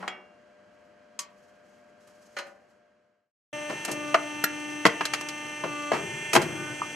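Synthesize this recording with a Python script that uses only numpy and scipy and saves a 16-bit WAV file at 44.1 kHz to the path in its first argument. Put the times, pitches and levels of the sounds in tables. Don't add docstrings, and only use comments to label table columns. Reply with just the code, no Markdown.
import sys
import numpy as np
from scipy import signal
from scipy.fft import rfft, irfft, next_fast_len
from scipy.io import wavfile

SR = 44100
rng = np.random.default_rng(int(sys.argv[2]) if len(sys.argv) > 2 else 0)


def transcribe(u):
    v = np.clip(np.atleast_2d(u).T, -1, 1)
    q = np.round(v * 32767).astype(np.int16)
    wavfile.write(sys.argv[1], SR, q)


N = 306495
TIME = np.arange(N) / SR
RING_TIME = TIME[:SR // 2]

# f/Hz, level/dB
HUM_TONES = [(199, -74.5), (500, -73.5), (599.6, -60.5), (700, -69.5), (1599, -72)]
# f/Hz, density/dB
FAN_SPECTRUM = [(18, -78), (30, -36), (92, -18), (167, -17.5), (228, -7), (267, -13.5), (524, -14),
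                (597, -11.5), (645, -18), (698, -9.5), (754, -18.5), (1600, -16.5), (1780, -19.5),
                (6700, -38.5), (15000, -66.5)]
# t/s, level/dB, centre f/Hz, fall/(dB/octave), t60/s
HANDLING_KNOCKS = [(.001, -44.5, 854, 6.5, 0.54), (.026, -33.5, 1054, 15, 0.13),
                   (.078, -20.5, 1990, 11, 0.031), (1.19, -29, 6670, 8, 0.085), (2.073, -53, 4000, -2, .12),
                   (2.366, -32, 1940, 11, 0.17), (2.386, -29, 2430, 8.5, 0.074),
                   (2.466, -51, 1000, 3.5, .2)]
# f/Hz, level/dB, t60/s
CASING_MODES = [(374, -8.5, 0.23), (750, -4.5, 0.24), (1518, -7, .3), (2003, -9, .2), (2263, -8.5, 0.42),
                (2778, -9.5, 0.72), (3287, -4, 0.25), (3390, -8, 0.21), (5340, -25.5, 0.44),
                (5658, -25, 0.19), (7050, -5.5, 0.071), (7240, -11, 0.066)]
LATCH_MODES = [(977, 2, 0.046), (1143, 0, 0.19), (1840, -10.5, 0.24), (2950, -21, .14), (4240, -4, 0.13),
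               (5800, -4, .13), (6380, 12, 0.045), (6800, -2, 0.13), (7260, -1.5, 0.13),
               (8000, -0.5, 0.087)]
DOOR_MODES = [(358, -7.5, 0.37), (568, -0.5, 1), (783, -7, 0.54), (1455, 7, 0.19), (1500, -7.5, 0.65),
              (1770, -12, 0.59), (4180, -0.5, 0.2), (5270, -15, 0.4), (6450, -5.5, 0.26)]
# f/Hz, t60/s
CABINET_DECAY = [(150, 0.18), (400, 0.71), (1000, 0.49), (2700, 0.28), (7000, 0.12), (14000, 0.062)]
# middle t/s, length/s, level/dB
SLEEVE_STROKES = [(.76, 0.2, -89), (1.424, 0.26, -74), (1.76, 0.28, -76), (2.054, 0.13, -73),
                  (2.35, 0.36, -68), (2.72, 0.12, -81)]
# f/Hz, density/dB
CLOTH_SPECTRUM = [(500, -28.5), (3500, -3.0), (6500, -1.5), (10000, -14.0), (15000, -19.0)]
# t/s, load/0-1
RAM_LOAD = [(3.66, 0.27), (3.72, 0.07), (3.85, 0), (3.99, 0.35), (4.1, 0.64), (4.2, 0.29), (4.5, 0.28),
            (5.62, .22), (5.73, 0.89), (5.91, 0.99), (6.05, 0)]
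# piston-rate multiple, no-load level/dB, added part at full load/dB, load exponent
PRESSURE_RIPPLE = [(1, -63.5, -42, 0.52), (2, -51.5, -48.5, 4.7), (4, -64, -40, 0.94), (5, -56.5, -53, 1.5)]
# t/s, length/s, piston-rate multiple, level/dB
RIPPLE_SWELLS = [(3.454, .28, 2, -42), (3.9, 0.95, 1, -48), (3.904, 0.38, 2, -45.5), (6.44, 0.34, 1, -45.5),
                 (6.569, .18, 5, -44), (6.559, .17, 4, -48.5), (6.762, .25, 1, -52.5)]
# piston-rate multiple, pressing level/dB, full-load level/dB, return target level/dB
WHINE_ORDERS = [(3, -6.5, -7, -11), (6, -2, -9.5, -6.5), (7, -6, -2.5, -2), (8, -6.5, -7, -3),
                (9, -1.5, 1.5, -4), (10, -9.5, -12, -11), (11, -14.5, -8, -9), (12, -18, -15, -21),
                (13, -21.5, -20, -43), (14, -24, -20, -47), (15, -31, -16, -48), (19, -43, -27, -41),
                (20, -25.5, -19, -22), (21, -33, -27, -29), (22, -42, -26, -34), (23, -33, -27, -16),
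                (25, -49, -15, -5), (27, -46, -29, -20), (28, -24, -31, -14), (29, -33, -28, -27)]
# f/Hz, density/dB
OIL_SPECTRUM = [(25, -24), (60, -14), (130, -1), (330, 4.5), (600, 0), (1100, -4.5), (1600, 0), (2200, -5),
                (3200, -1), (3800, -8.5), (5400, -11), (6100, -6.5), (7200, -11), (8500, -9), (9800, -17.5),
                (13000, -26), (15000, -37)]
# f/Hz, level/dB
MOTOR_TONES = [(797, -58), (2536, -60), (3149, -57), (5701, -64.5), (5799, -61.5), (5900, -58.5),
               (6100, -65.5), (6201, -56), (6299, -73), (6401, -72), (6799, -83), (8032, -70),
               (8403, -71.5), (8624, -71)]
# f/Hz, density/dB
FRAME_SPECTRUM = [(40, -29), (100, -6), (138, 8.5), (170, 1.5), (230, 0), (280, -16.5), (345, 8), (450, -9),
                  (750, -13.5), (1500, -10.5), (4000, -39)]
# t/s, level/dB, t60/s
FRAME_JOLTS = [(3.7, -42.5, 0.5), (3.89, -45.5, 1.6), (4.853, -24.5, 0.16), (5.008, -29.5, 0.094),
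               (5.64, -40.5, 0.57), (5.92, -37.5, 1.8), (6.34, -29, 1.37)]
# t/s, level/dB, centre f/Hz, fall/(dB/octave), t60/s
CRUSH_CRACKS = [(3.696, -29.5, 580, 5.5, 0.24), (3.849, -23.5, 6600, 4.5, 0.047),
                (3.879, -30, 520, 4, 0.32), (3.914, -30, 9000, 16, 0.077), (4.143, -9.5, 1200, 10.5, 0.056),
                (4.439, -17, 12010, 1.5, 0.045), (4.8525, -8, 1650, 9.5, 0.052),
                (4.863, -11.5, 1820, 6, 0.052), (5.008, -18, 1196, 10, 0.057), (5.053, -19, 3700, 7, .05),
                (5.135, -17, 2550, 7, 0.064), (5.21, -28, 3750, 4, 0.036), (5.286, -29.5, 4992, 9.5, 0.064),
                (5.637, -24, 620, 8.5, 0.11), (5.918, -14, 745, 8.5, 0.051), (5.932, -23, 850, 7, 0.24),
                (6.3316, -16, 9000, 0.5, 0.1), (6.351, -8.5, 1000, 2.5, 0.052), (6.361, -6, 970, 5.5, .06),
                (6.416, -24.5, 400, 1.2, 0.1)]
# t/s, f/Hz, level/dB, t60/s
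IMPACT_MODES = [(4.144, 662, -13.5, 0.059), (4.145, 1800, -17, .035), (4.143, 2746, -20.5, 0.035),
                (4.147, 1198, -13, 0.037), (4.44, 1393, -15, 0.032), (4.443, 1665, -38, 0.21),
                (4.44, 1719, -25, 0.089), (4.442, 1860, -22.5, .05), (4.44, 4160, -24, .04),
                (4.441, 12060, -22, 0.034), (4.853, 197, -19, 0.11), (4.853, 304, -14.5, .07),
                (4.854, 1503, -17, 0.069), (4.854, 468, -20, .11), (4.853, 1970, -15, .045),
                (4.863, 646, -13.5, 0.031), (5.053, 4240, -26, 0.027), (5.637, 976, -30, 0.029),
                (5.917, 664, -14.5, 0.032), (6.332, 2505, -22.5, 0.075), (6.353, 456, -22.5, 0.17),
                (6.353, 940, -19, 0.12), (6.363, 346, -19.5, 0.13), (6.362, 542, -25.5, 0.17),
                (6.818, 1165, -23.5, 0.046), (6.818, 980, -23.5, .03), (6.819, 1238, -33, 0.15)]
# f/Hz, t60/s
PRESS_DECAY = [(150, 0.17), (400, 0.51), (1000, 0.23), (2700, 0.36), (7000, 0.13), (14000, 0.042)]
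# f/Hz, correlation/0-1
STEREO_LIKENESS = [(60, 0.93), (300, 0.95), (800, 0.6), (2500, 0.8), (4500, 0.31), (8000, 1), (12000, 1)]
# f/Hz, left minus right/dB
STEREO_LEAN = [(40, 6), (330, 4), (700, 3), (1300, -1), (4400, -0.2), (12000, 0.5)]
# f/Hz, gain/dB
MIC_RESPONSE = [(2700, 0.5), (3300, 1), (3550, -7.5), (4000, -0.5), (4300, 0), (12600, 3), (15000, -14)]

PRESSING_LOAD = 0.18
REVERSE_S, RETRACT_END_S = 5.9, 6.34


def amp(db):
    return 10 ** (np.asarray(db) / 20)


def unit(x):
    return x / np.sqrt(np.mean(x ** 2) + 1e-20)


def read(points, hz):
    f, value = np.transpose(points)
    return np.interp(np.log(hz + 1), np.log(f + 1), value)


def curve(points):
    return np.interp(TIME, *np.transpose(points))


def ramp(start_s, length_s):
    return np.clip((TIME - start_s) / length_s, 0, 1)


def decay(t, t60_s, rise_s=0.00034):
    return (1 - np.exp(-t / rise_s)) * amp(-60 * t / t60_s)


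def add(mix, start_s, sound):
    part = mix[:, max(0, round(start_s * SR)):][:, :sound.shape[1]]
    part += sound[:, :part.shape[1]]


def highpass(x, hz):
    return signal.sosfilt(signal.butter(2, hz, "high", fs=SR, output="sos"), x)


def drift(rate_hz):
    hz = np.fft.rfftfreq(N, 1 / SR)
    return unit(irfft(rfft(rng.standard_normal(N)) * np.exp(-(hz / rate_hz) ** 2), N))


def noise(spectrum, size=N):
    hz = np.fft.rfftfreq(next_fast_len(size), 1 / SR)
    mid, side = np.exp(2j * np.pi * rng.random((2, len(hz))))
    likeness = np.clip(read(STEREO_LIKENESS, hz), -1, 1)
    mid, side = mid * np.sqrt(1 + likeness), side * np.sqrt(1 - likeness)
    bins = np.array([mid + side, mid - side]) * amp(read(spectrum, hz))
    return unit(irfft(bins)[:, :size])


def tone(turns, spread_rad=0.81):
    lag_rad = spread_rad * rng.choice([-.5, .5]) * np.array([[1], [-1]])
    return np.sqrt(2) * np.sin(2 * np.pi * (turns + rng.random()) + lag_rad)


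def idle():
    hum = sum(amp(db + 0.35 * drift(5)) * tone(hz * TIME) for hz, db in HUM_TONES)
    return hum + amp(-61.5) * noise(FAN_SPECTRUM)


def ring(modes):
    out = 0
    for hz, db, t60_s in modes:
        spread_rad = np.arccos(np.clip(read(STEREO_LIKENESS, hz), 0, 1))
        out += amp(db) * tone(hz * RING_TIME, spread_rad) * decay(RING_TIME, t60_s)
    return out


def blow(db, centre_hz, fall_db_per_oct, t60_s, round_oct=0.77, damped_above_hz=6800):
    hz = np.geomspace(200, 16000, 30)
    octaves = np.log2(hz / centre_hz)
    hump_db = -fall_db_per_oct * np.hypot(octaves, round_oct) * np.where(octaves < 0, 0.92, 1)
    damping_db = 8.5 * np.maximum(np.log2(hz / damped_above_hz), 0)
    density_db = hump_db - 10 * np.log10(hz) - damping_db
    spectrum = [(45, density_db[0] - 22), *zip(hz, density_db)]
    return amp(db) * noise(spectrum, len(RING_TIME)) * decay(RING_TIME, t60_s, rise_s=0.00082)


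def reflections(x, decays, onset_s=0.0064):
    white = noise([(50, 0.0057), (16000, 0.0009)], SR)
    hz, t, bands = signal.stft(white, SR, nperseg=256)
    tail = signal.istft(bands * amp(-60 * t / read(decays, hz)[:, None]), SR, nperseg=256)[1]
    tail *= np.clip(np.arange(tail.shape[1]) / SR / onset_s, 0, 1) ** 2
    return signal.fftconvolve(x.mean(0)[None], tail / np.linalg.norm(tail[0]), axes=1)[:, :N]


def handling():
    out = np.zeros((2, N))
    for start_s, *knock in HANDLING_KNOCKS:
        add(out, start_s, blow(*knock))
    add(out, 0, ring([(188.0, -45.5, 0.6)]))
    add(out, .079, amp(-39.5) * ring(CASING_MODES))
    add(out, 1.191, amp(-42.5) * ring(LATCH_MODES))
    add(out, 2.369, amp(-44.5) * ring(DOOR_MODES))
    out = highpass(out, hz=150)
    return out + amp(-10) * reflections(out, CABINET_DECAY)


def sleeve():
    strokes = sum(amp(db) * np.exp(-(2 * (TIME - middle_s) / length_s) ** 2)
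                  for middle_s, length_s, db in SLEEVE_STROKES)
    return (amp(-90) + strokes) * amp(2.5 * drift(30)) * noise(CLOTH_SPECTRUM)


def pump(load, free_hz=299.36, sag_hz=4.4, shaft_hz=26.3):
    piston_hz = free_hz - sag_hz * load
    retracting = ramp(REVERSE_S, 0.23) - ramp(RETRACT_END_S, 0.13)
    swing_rad = 0.084 - 0.062 * load + 0.062 * retracting
    shaft_rad = 2 * np.pi * np.cumsum(shaft_hz * piston_hz / free_hz) / SR
    turns = np.cumsum(piston_hz + 0.12 * drift(11.3)) / SR
    turns += swing_rad * np.sin(shaft_rad) / (2 * np.pi)
    return ripple(turns, load) + whine(turns, shaft_rad, load, retracting) + oil(turns, load)


def ripple(turns, load, edge_s=0.028):
    out = np.zeros((2, N))
    for order, free_db, added_db, exponent in PRESSURE_RIPPLE:
        swells = sum(amp(db) * (ramp(start_s, edge_s) - ramp(start_s + length_s - edge_s, edge_s))
                     for start_s, length_s, multiple, db in RIPPLE_SWELLS if multiple == order)
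        gain = amp(free_db) + amp(added_db) * load ** exponent + swells
        out += gain * amp(1.2 * drift(2.5)) * tone(order * turns, spread_rad=0.69)
    return out


def whine(turns, shaft_rad, load, retracting, valve_s=0.11):
    strain = np.maximum(load - PRESSING_LOAD, 0) / (1 - PRESSING_LOAD)
    return_share = 0.62 * ramp(REVERSE_S, valve_s)
    out = np.zeros((2, N))
    for order, press_db, full_db, return_db in WHINE_ORDERS:
        colour_db = press_db + strain * (full_db - press_db) + return_share * (return_db - press_db)
        level_db = -43.5 + 3.5 * retracting + colour_db + drift(4.9)
        throb = 1 + 0.24 * np.cos(shaft_rad + rng.standard_normal())
        out += amp(level_db) * throb * tone(order * turns, spread_rad=0.86)
    return out


def oil(turns, load, free_db=-46, choke_db=-2):
    level_db = free_db + choke_db * np.minimum(load / PRESSING_LOAD, 1)
    return amp(level_db) * noise(OIL_SPECTRUM) * (1 + 0.12 * np.cos(2 * np.pi * turns))


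def motor():
    waver_turns = 0.018 * drift(5.1)
    return sum(amp(db) * tone(hz * TIME + waver_turns) for hz, db in MOTOR_TONES)


def chips(load, rate_per_s=12):
    size_db = np.minimum(3 * rng.exponential(1, N), 7)
    impulses = amp(size_db) * (rng.random(N) < rate_per_s / SR)
    strain = np.clip(load / PRESSING_LOAD, 0, 1)
    tick = blow(-51, centre_hz=6000, fall_db_per_oct=6, t60_s=.035)
    return signal.oaconvolve((impulses * strain)[None], tick, axes=1)[:, :N]


def rumble(floor_db=-55):
    power = sum((amp(db) * decay(np.maximum(TIME - start_s, 0), t60_s, rise_s=0.01)) ** 2
                for start_s, db, t60_s in FRAME_JOLTS)
    return np.sqrt(power + amp(floor_db) ** 2) * highpass(noise(FRAME_SPECTRUM), hz=35)


def crushing(load):
    out = chips(load)
    for start_s, *crack in CRUSH_CRACKS:
        add(out, start_s, blow(*crack))
    for start_s, *mode in IMPACT_MODES:
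        add(out, start_s, impact_ring(*mode))
    out = highpass(out, hz=227)
    return out + amp(-16.5) * reflections(out, PRESS_DECAY)


def impact_ring(hz, db, t60_s, scatter=0.04024):
    count = 1 + int(hz // 2000) * (hz > 3500)
    modes_hz = hz * (1 + scatter * (count > 1) * rng.uniform(-0.96, 1, count))
    return ring([(f, db, t60_s) for f in modes_hz]) / np.sqrt(count)


def return_buzz():
    envelope = amp(-44.5) * decay(np.maximum(TIME - REVERSE_S, 0), t60_s=2.56, rise_s=0.032)
    return envelope * (tone(394 * TIME) + tone(420 * TIME) / 2)


def scene():
    fade = curve([(2.35, 0.95), (3.32, 0)])
    cut_in = ramp(3.528, 0.0035)
    load = curve(RAM_LOAD)
    loading = idle() + handling() + sleeve()
    press = pump(load) + return_buzz() + motor() + crushing(load) + rumble()
    return fade * loading + cut_in * press


def record(dry, cutoff_hz=15700):
    hz = np.fft.rfftfreq(N, 1 / SR)
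    lean_db = read(STEREO_LEAN, hz)
    gain_db = read(MIC_RESPONSE, hz) + np.array([lean_db, -lean_db]) / 2
    coloured = irfft(rfft(dry) * amp(gain_db), N)
    limited = coloured / (1 + coloured ** 4) ** .25
    lowpass = signal.firwin(255, cutoff_hz, window=("kaiser", 9), fs=SR)
    return signal.oaconvolve(limited, lowpass[None], "same")


dry = scene()
out = record(dry)
transcribe(out)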